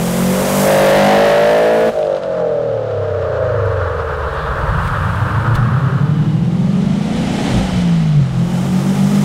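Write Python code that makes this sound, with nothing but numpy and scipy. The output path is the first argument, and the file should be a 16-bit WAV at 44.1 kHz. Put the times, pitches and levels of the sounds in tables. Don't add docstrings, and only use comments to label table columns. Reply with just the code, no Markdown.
import sys
import numpy as np
from scipy import signal
from scipy.fft import rfft, irfft, next_fast_len
from scipy.io import wavfile

SR = 44100
rng = np.random.default_rng(int(sys.argv[2]) if len(sys.argv) > 2 else 0)


def store_pcm(level_fs):
    pcm = np.round(np.clip(level_fs, -1, 1) * 32767).astype(np.int16)
    wavfile.write(sys.argv[1], SR, np.atleast_2d(pcm).T)


N = 407484
T = np.arange(N) / SR
LIFT_S, SHIFT_S, SHIFT_END_S = 1.902, 7.62, 8.3


def from_db(db):
    return 10 ** (np.asarray(db) / 20)


def rms_one(x):
    return x / np.sqrt(np.mean(x ** 2) + 1e-20)


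def in_time(rows, t=T):
    seconds, *columns = np.transpose(rows)
    return [np.interp(t, seconds, column) for column in columns]


def at_hz(colour, hz):
    freqs, db = np.transpose(colour)
    return from_db(np.interp(np.log(hz + 1e-6), np.log(freqs), db, left=-90, right=-90))


def after(start, fade):
    return np.clip((T - start) / fade + .5, 0, 1)


def window(start, end, fade_in, fade_out):
    return after(start, fade_in) * np.clip((end - T) / fade_out + .5, 0, 1)


def bell(x, centre, width):
    return np.exp(-.5 * ((x - centre) / width) ** 2)


def drift(rate_hz, t=T):
    pole = np.exp(-80 * np.pi * rate_hz / SR)
    slow = signal.lfilter([1], [1, -2 * pole, pole * pole], rng.standard_normal(N // 40 + 2002))[2000:]
    return np.interp(t * SR / 40, np.arange(len(slow)), rms_one(slow))


def noise(colour):
    size = next_fast_len(N)
    spectrum = rfft(rng.standard_normal(size)) * at_hz(colour, np.fft.rfftfreq(size, 1 / SR))
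    return rms_one(irfft(spectrum, size)[:N])


def swells(rows, colour):
    return noise(colour) * sum(from_db(db) * np.exp(-np.abs(T - s) / fade) for s, db, fade in rows)


def crank(cycle_hz, t):
    return 2 * np.pi * np.cumsum(cycle_hz * (1 + .003 * drift(25.7, t))) / SR


FIRINGS = [(0, 0.87), (0.228, 0.396), (.5, 0.54), (0.787, 0.46)]

def order_tone(k, angle, t, flutter_db, scatter):
    place, strength = np.transpose(FIRINGS)
    lead = np.angle(np.sum(strength * np.exp(-2j * np.pi * k * place))) + scatter * drift(0.98, t)
    return np.sqrt(2) * np.cos(k * angle + lead) * from_db(flutter_db * drift(7.9, t))


def exhaust_behind(speed, gate, orders, pipe, *, boom_db, third_db, bark_db, count,
                   flutter_db, scatter, gas_db, throb, tilt_db=0, flare_db=0):
    on = gate > 0
    t, cycle_hz = T[on], speed[on]
    boom_db, third_db, bark_db, tilt_db, flare_db = (
        np.broadcast_to(db, N)[on] for db in (boom_db, third_db, bark_db, tilt_db, flare_db))
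    angle = crank(cycle_hz, t)
    third = from_db(third_db)
    firing = 1 / np.hypot(1, third)
    boom, bark, bark_power = 0, 0, 1e-12
    for k in range(1, count + 1):
        tone = order_tone(k, angle, t, flutter_db, scatter)
        weight = from_db(np.interp(k, *np.transpose(orders)))
        if k < 7:
            boom += tone * firing * {3: third, 4: 1}.get(k, weight)
        else:
            flare = flare_db * bell(k * cycle_hz, centre=780, width=55)
            gain = weight * at_hz(pipe, k * cycle_hz) * from_db(tilt_db * np.log2(k) + flare)
            bark += gain * tone
            bark_power += gain ** 2
    gas = from_db(gas_db) * noise(pipe)[on] * rms_one(np.exp(throb * np.cos(angle)))
    out = np.zeros(N)
    out[on] = from_db(boom_db) * boom + from_db(bark_db) * (bark / np.sqrt(bark_power) + gas)
    return out * gate


# frequency in Hz, level in dB.
NEAR_TYRES = [(60,-22),(130,-15),(250,-0.5),(600,4.5),(1100,1),(1500,-4),(2000,-12),(2600,-14),(4000,-42)]
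FAR_TYRES = [(330,-23.5),(480,-4),(680,-10.5),(850,-4.5),(1250,0),(1550,-4),(1800,-10),(2100,-24.5),(3000,-27)]
RUSH = [(1200,-10),(2000,-0.5),(2500,-4),(3100,-3),(4000,-6),(5000,-12),(6300,-16.5),(8000,-23.5)]
NEAR_HISS = [(4500,-7),(6500,-4.5),(8000,-3.5),(11000,-5.5),(14000,-8),(16000,-13)]
FAR_HISS = [(4800,0),(6500,-1),(8500,-3),(10500,-9.5),(13000,-22),(16000,-26)]

def air(gains, colours, flicker_db):
    layers = sum(gain * noise(colour) for gain, colour in zip(gains, colours))
    return layers * from_db(flicker_db * drift(28))


# peak time in seconds, level in dB,
# then the seconds before and after the peak at which the power is half.
PASSING_AIR = [(0.89,-14.5,0.28,0.49),(1,-23,0.41,0.37),(0.8,-25.5,0.73,0.19)]

def passing_air():
    roar, rush, hiss = (from_db(db) / np.hypot(1, (T - s) / np.where(T < s, before, later))
                        for s, db, before, later in PASSING_AIR)
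    surge = from_db(4.1 * bell(T, centre=0.63, width=0.09))
    return air([roar, rush, hiss * surge], (NEAR_TYRES, RUSH, NEAR_HISS), flicker_db=0.5)


# time in seconds, cycles per second.
PASS_SPEED = [(0,43.3),(.3,46.4),(.5,48.7),(.7,49.4),(.85,49.3),(1.05,50.2),(1.45,53.4),(1.82,56.2),(1.92,56.6)]
# time in seconds, boom in dB, bark in dB, bark brightness in dB per octave.
PASS_LEVELS = [(0,-15.5,-23,0),(.3,-14.5,-17.5,-15),(.5,-19.5,-16,-1),(.58,-12,-14.5,0),(.63,-14.5,-12.5,0),(.69,-15.5,-3.5,2),(1.05,-8.5,-0.5,4),(1.16,-14.5,-1,1.5),(1.55,-19,-5,1),(1.88,-19.5,-8,-7.5)]
# order, level in dB.
PASS_ORDERS = [(1,-30),(2,-25),(5,-6),(6,-20),(7,-15),(8,1.5),(9,2),(10,-13),(11,4),(12,1.5),(13,1),(14,-8),(15,-1),(16,-8),(17,0),(18,-4),(19,0),(20,-6),(21,0),(22,-6),(23,-1),(24,-3),(26,-1),(30,-6),(34,-3),(37,-2),(42,-5)]
# frequency in Hz, level in dB.
PASS_PIPE = [(130,-24),(220,-17),(300,-10),(365,-5),(400,-6),(450,-2),(550,0),(620,0),(700,-3.5),(760,-6),(860,-9),(1050,-20),(1400,-23),(1950,-22),(2400,-36)]

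def close_pass():
    gate = 1 - after(LIFT_S, fade=0.021)
    speed, = in_time(PASS_SPEED)
    boom_db, bark_db, tilt_db = in_time(PASS_LEVELS)
    flare_db = 11.5 * bell(T, centre=1.08, width=0.073)
    exhaust = exhaust_behind(
        speed, gate, PASS_ORDERS, PASS_PIPE, boom_db=boom_db, third_db=-9, bark_db=bark_db, count=42,
        flutter_db=1, scatter=.4, gas_db=-23, throb=0.28, tilt_db=tilt_db, flare_db=flare_db)
    ceiling = from_db(-6.5)
    drive = (exhaust + passing_air() * gate) / ceiling
    squared = ceiling * drive / (1 + drive ** 6) ** (1 / 6)
    low_cut = signal.butter(2, 65, "high", fs=SR, output="sos")
    return signal.sosfiltfilt(low_cut, squared, padtype="even")


# frequency in Hz, level in dB.
ECHO_COLOUR = [(90,-20),(170,1),(260,3.5),(350,2),(450,-12),(900,-16)]

def street_echo(sound, level_db=-32.5, decay_db_per_s=60):
    tail = noise(ECHO_COLOUR)[:SR] * from_db(-decay_db_per_s * T[:SR])
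    return sound + from_db(level_db) * signal.fftconvolve(sound, tail / np.linalg.norm(tail))[:N]


# time in seconds, level in dB.
RUMBLE_LEVELS = [(0,-30),(2.3,-41),(3.3,-36.5),(4.3,-29),(4.7,-17),(5.5,-27),(6.6,-31.5),(7.4,-26.5),(8.3,-26.5),(9.24,-43)]
# frequency in Hz, level in dB.
RUMBLE_COLOUR = [(12,-11),(25,-14.5),(45,-6.5),(80,-7.5),(165,-4.5),(205,-24.5),(270,-42),(450,-23.5),(700,-27.5)]

def rumble():
    return from_db(in_time(RUMBLE_LEVELS)[0]) * noise(RUMBLE_COLOUR)


# time in seconds, level in dB.
COAST_BARK = [(1.91,-25),(1.98,-13),(2.09,-14),(2.17,-15.5),(2.195,-23),(2.26,-19),(2.31,-17.5),(2.44,-13.5),(2.79,-17.5),(3.61,-16.5),(3.87,-20.5),(4.67,-27.5),(4.9,-39)]
# order, level in dB.
COAST_ORDERS = [(1,-21),(2,-19),(5,-10),(6,-20),(7,9),(8,-5),(9,-5),(10,-6),(11,1),(12,2),(13,-5),(14,6),(15,2.5),(16,-4),(17,-7),(18,0),(19,3),(20,-7),(21,0),(22,-8),(23,2),(24,-6),(25,-9),(26,-2),(27,-11),(28,-5),(30,-11),(45,-10)]
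# frequency in Hz, level in dB.
SILENCER = [(30,-32.5),(60,-26),(80,-24.5),(100,-16.5),(125,-30.5),(145,-35.5),(175,-30.5),(215,-47)]
COAST_PIPE = [(130,-19),(220,-29),(300,-23.5),(380,-19),(450,1),(520,-0.5),(620,3),(690,-13),(850,-13.5),(1100,-49),(1600,-31)]

def coasting():
    start_hz, friction_hz_per_s, drag_per_s, end_s = 53.8, 4.27, .326, 4.9
    gate = window(LIFT_S, end_s, fade_in=.02, fade_out=0.22)
    elapsed = np.minimum(T, end_s) - LIFT_S
    friction_hz = friction_hz_per_s / drag_per_s
    speed = (start_hz + friction_hz) * np.exp(-drag_per_s * elapsed) - friction_hz
    third = from_db(-5) * at_hz(SILENCER, 3 * speed)
    firing = at_hz(SILENCER, 4 * speed)
    return exhaust_behind(
        speed, gate, COAST_ORDERS, COAST_PIPE, boom_db=20 * np.log10(np.hypot(third, firing)),
        third_db=20 * np.log10(third / firing), bark_db=in_time(COAST_BARK)[0], count=48,
        flutter_db=1.5, scatter=1.3, gas_db=-17, throb=0.41)


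# time in seconds, level in dB.
ROAR_LEVELS = [(1.949,-35),(2.4,-31.5),(2.701,-35.5),(3.15,-30.5),(3.55,-24.5),(4.9,-20),(5.5,-20.5),(6,-26.5),(6.4,-44)]
# level in dB when the roar is at -24 dB, share of the roar's
# rise and fall that it follows, intake air in dB as the driver lifts off.
ROLLING_AIR = [(-43,0.19,-40.5),(-63.5,0.41,-49.5)]

def rolling():
    roar_db, = in_time(ROAR_LEVELS)
    since_lift = np.maximum(T - LIFT_S, 0)
    rush, hiss = (np.hypot(from_db(db + share * (roar_db + 24)), from_db(intake_db - 20 * since_lift))
                  for db, share, intake_db in ROLLING_AIR)
    top_hiss = from_db(-50 - 81 * since_lift)
    gate = window(LIFT_S, ROAR_LEVELS[-1][0], fade_in=0.029, fade_out=0.24)
    gains = [from_db(roar_db), rush, hiss, top_hiss]
    return air(gains, (FAR_TYRES, RUSH, FAR_HISS, NEAR_HISS), flicker_db=1) * gate


# start in seconds, level in dB.
CRACKLES = [(1.989,-29),(2.009,-35),(2.029,-28),(2.049,-29),(2.069,-32),(2.128,-31),(2.148,-28.5),(2.168,-28),(2.235,-28)]
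# frequency in Hz, level in dB.
CRACKLE_COLOUR = [(1500,-16),(2700,4),(3600,3),(4600,-4),(6500,-18),(10000,-32)]

def crackles(decay_s=0.0019):
    snaps = sum(from_db(db) * (T >= s) * np.exp(-np.abs(T - s) / decay_s) for s, db in CRACKLES)
    return noise(CRACKLE_COLOUR) * snaps


# peak time in seconds, level in dB, fade in seconds.
MUTTER = [(2.7,-34.5,0.53)]
# frequency in Hz, level in dB.
MUTTER_COLOUR = [(110,-12),(180,-3.5),(290,-0.5),(380,-1.5),(450,-14)]

def mutter():
    return swells(MUTTER, MUTTER_COLOUR)


# peak time in seconds, level in dB, fade in seconds.
LEAF_TICKS = [(3.661,-41,0.0028),(4.338,-48,0.003),(4.851,-42,0.025),(4.877,-32,0.0032),(5.16,-42,.002),(5.1,-38.5,1),(5.556,-25,0.0058)]
# frequency in Hz, level in dB.
LEAF_COLOUR = [(1500,5.5),(3000,9.5),(6000,-8),(8500,-4.5),(12000,-11),(16000,-14)]

def leaves():
    return swells(LEAF_TICKS, LEAF_COLOUR)


# peak time in seconds, level in dB, fade in seconds.
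CHUFF = [(4.42,-41,0.15)]
# frequency in Hz, level in dB.
CHUFF_COLOUR = [(1900,-21.5),(2700,-6),(3500,6),(4400,-4),(6000,-22),(9000,-30)]

def chuff():
    return swells(CHUFF, CHUFF_COLOUR)


# time in seconds, boom in dB, overtones in dB.
PULL_LEVELS = [(4.46,-19,-28),(5.3,-14,-19.5),(6.1,-14.5,-15.5),(6.95,-13,-16),(7.05,-15.5,-15.5),(7.5,-13,-15),(7.7,-11.5,-1.5),(7.9,-5,-7),(8.2,-7,-15),(8.25,-14,-20),(8.38,-14.5,-17.5),(8.6,-16,-15),(9.24,-12,-14.5)]
# order, level in dB.
PULL_ORDERS = [(1,-13),(2,-14),(3,-5),(4,0.7),(5,-5.5),(6,-21),(7,-11),(8,-7),(9,-13),(10,-23),(11,-19),(12,-9),(13,-13),(14,-20),(15,-18),(16,-13),(17,-12),(18,-20),(19,-13),(20,-13),(22,-19),(24,-13),(28,-18)]
# frequency in Hz, level in dB.
PULL_PIPE = [(20,-22),(60,-12),(80,-8),(100,-4),(130,1),(160,0),(200,0),(225,-7),(255,-10),(285,-11),(320,-9.5),(365,-15),(425,-10),(480,-15),(545,-11),(620,-16),(720,-21),(830,-13.5),(950,-22),(1200,-21),(1700,-29),(2100,-42)]

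def exhaust_ahead(speed, gain, count):
    on = gain > 0
    t, cycle_hz = T[on], speed[on]
    angle = crank(cycle_hz, t)
    boom_db, overtone_db = in_time(PULL_LEVELS, t)
    shut_db = -15.5 * window(SHIFT_S, SHIFT_END_S, fade_in=0.21, fade_out=0.26)[on]
    note = np.zeros(N)
    for k in range(1, count + 1):
        if k < 6:
            level_db, flutter_db = boom_db, 1.2
        else:
            level_db, flutter_db = overtone_db + 3.5 * drift(1.5, t), 3
        if k != 3:
            level_db = level_db + shut_db
        weight = from_db(np.interp(k, *np.transpose(PULL_ORDERS)) + level_db)
        tone = order_tone(k, angle, t, flutter_db, scatter=.4 * (1 + k / 8))
        note[on] += weight * at_hz(PULL_PIPE, k * cycle_hz) * tone
    return note * gain


# base level in dB, then the dB added
PULL_AIR = [(-28.5,10.5,2.5,-4),(-38,3,2.5,-2),(-38.5,13,2.5,-1),(-46,11.5,5,-6.5),(-57,-2,11.5,-14)]
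# frequency in Hz, level in dB.
GAS_COLOUR = [(120,4.5),(220,3),(310,-2),(420,-5),(600,-5),(810,-5),(1000,-14.5),(1700,-41),(2400,-26)]

def approaching_air(speed, cruise_hz=45):
    boost_lost = np.interp(T, [SHIFT_S, 8.2, 8.55], [0, 1, 0])
    surge_db = 3.1 * bell(T, centre=7.47, width=0.25)
    doublings = np.log2(speed / cruise_hz)
    levels_db = [db + surge_db + per_doubling * doublings + per_s * (T - SHIFT_S) + dip_db * boost_lost
                 for db, per_doubling, per_s, dip_db in PULL_AIR]
    return air(from_db(levels_db), (GAS_COLOUR, FAR_TYRES, RUSH, FAR_HISS, NEAR_HISS), flicker_db=.5)


# time in seconds, cycles per second.
PULL_SPEED = [(4.45,17.5),(4.75,20),(5.25,25.8),(5.75,32.5),(6.25,40.4),(6.5,45.2),(6.75,50.8),(7,57.6),(7.5,70.3),(7.55,70.5),(7.63,64),(7.75,61.1),(8,54.2),(8.15,49.7),(8.25,43.5),(8.4,43.2),(8.75,46.6),(9.24,51)]

def second_pull():
    speed, = in_time(PULL_SPEED)
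    gate = after(4.46, fade=.08)
    share = .47 * (1 - after(SHIFT_S, fade=0.24)) + .15 * after(SHIFT_END_S, fade=0.24)
    drop = np.where(T < SHIFT_END_S - .3, .00212 * speed, .036)
    direct = exhaust_ahead(speed, gate * np.sqrt(1 - share), count=28)
    reflected = exhaust_ahead(speed * (1 - drop), gate * np.sqrt(share), count=13)
    return direct + reflected + approaching_air(speed) * gate


# peak time in seconds, level in dB, pitch in Hz, width in seconds.
PUFFS = [(5.572,-20,42,0.045),(7.555,-13,118.4,0.04),(7.593,-18,55,0.038),(7.761,-17,100,0.038),(8.202,-37,39.3,.03),(8.205,-13,139,0.03)]

def puffs():
    out = np.zeros(N)
    for s, db, hz, width in PUFFS:
        tone = np.sqrt(2) * np.sin(2 * np.pi * hz * (T - s) + drift(32))
        out += from_db(db) * bell(T, s, width) * tone
    return out


# time in seconds, pitch in Hz, level in dB.
TURBO = [(5.9,2974,-58.5),(6.25,2950,-47),(6.55,2796,-57),(6.8,2900,-54),(7.2,3035,-46),(7.8,3045,-41),(8.25,2963,-55),(8.55,2980,-46),(9.24,3068,-68)]

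def turbo(waver=.02):
    hz, db = in_time(TURBO)
    angle = 2 * np.pi * np.cumsum(hz * (1 + waver * drift(58))) / SR
    return np.sqrt(2) * from_db(db + 2 * drift(25)) * np.sin(angle) * after(TURBO[0][0], fade=.2)


def scene():
    car = street_echo(close_pass()) + coasting() + rolling() + second_pull() + turbo()
    return (car + rumble() + puffs() + crackles() + leaves() + chuff() + mutter())[None]


def record(dry, cutoff_hz=15700):
    drive = dry / 0.81
    rounded = .7 * drive / (1 + drive ** 6) ** (1 / 6)
    return signal.sosfilt(signal.ellip(12, .1, 80, cutoff_hz, fs=SR, output="sos"), rounded)


dry = scene()
out = record(dry)
store_pcm(out)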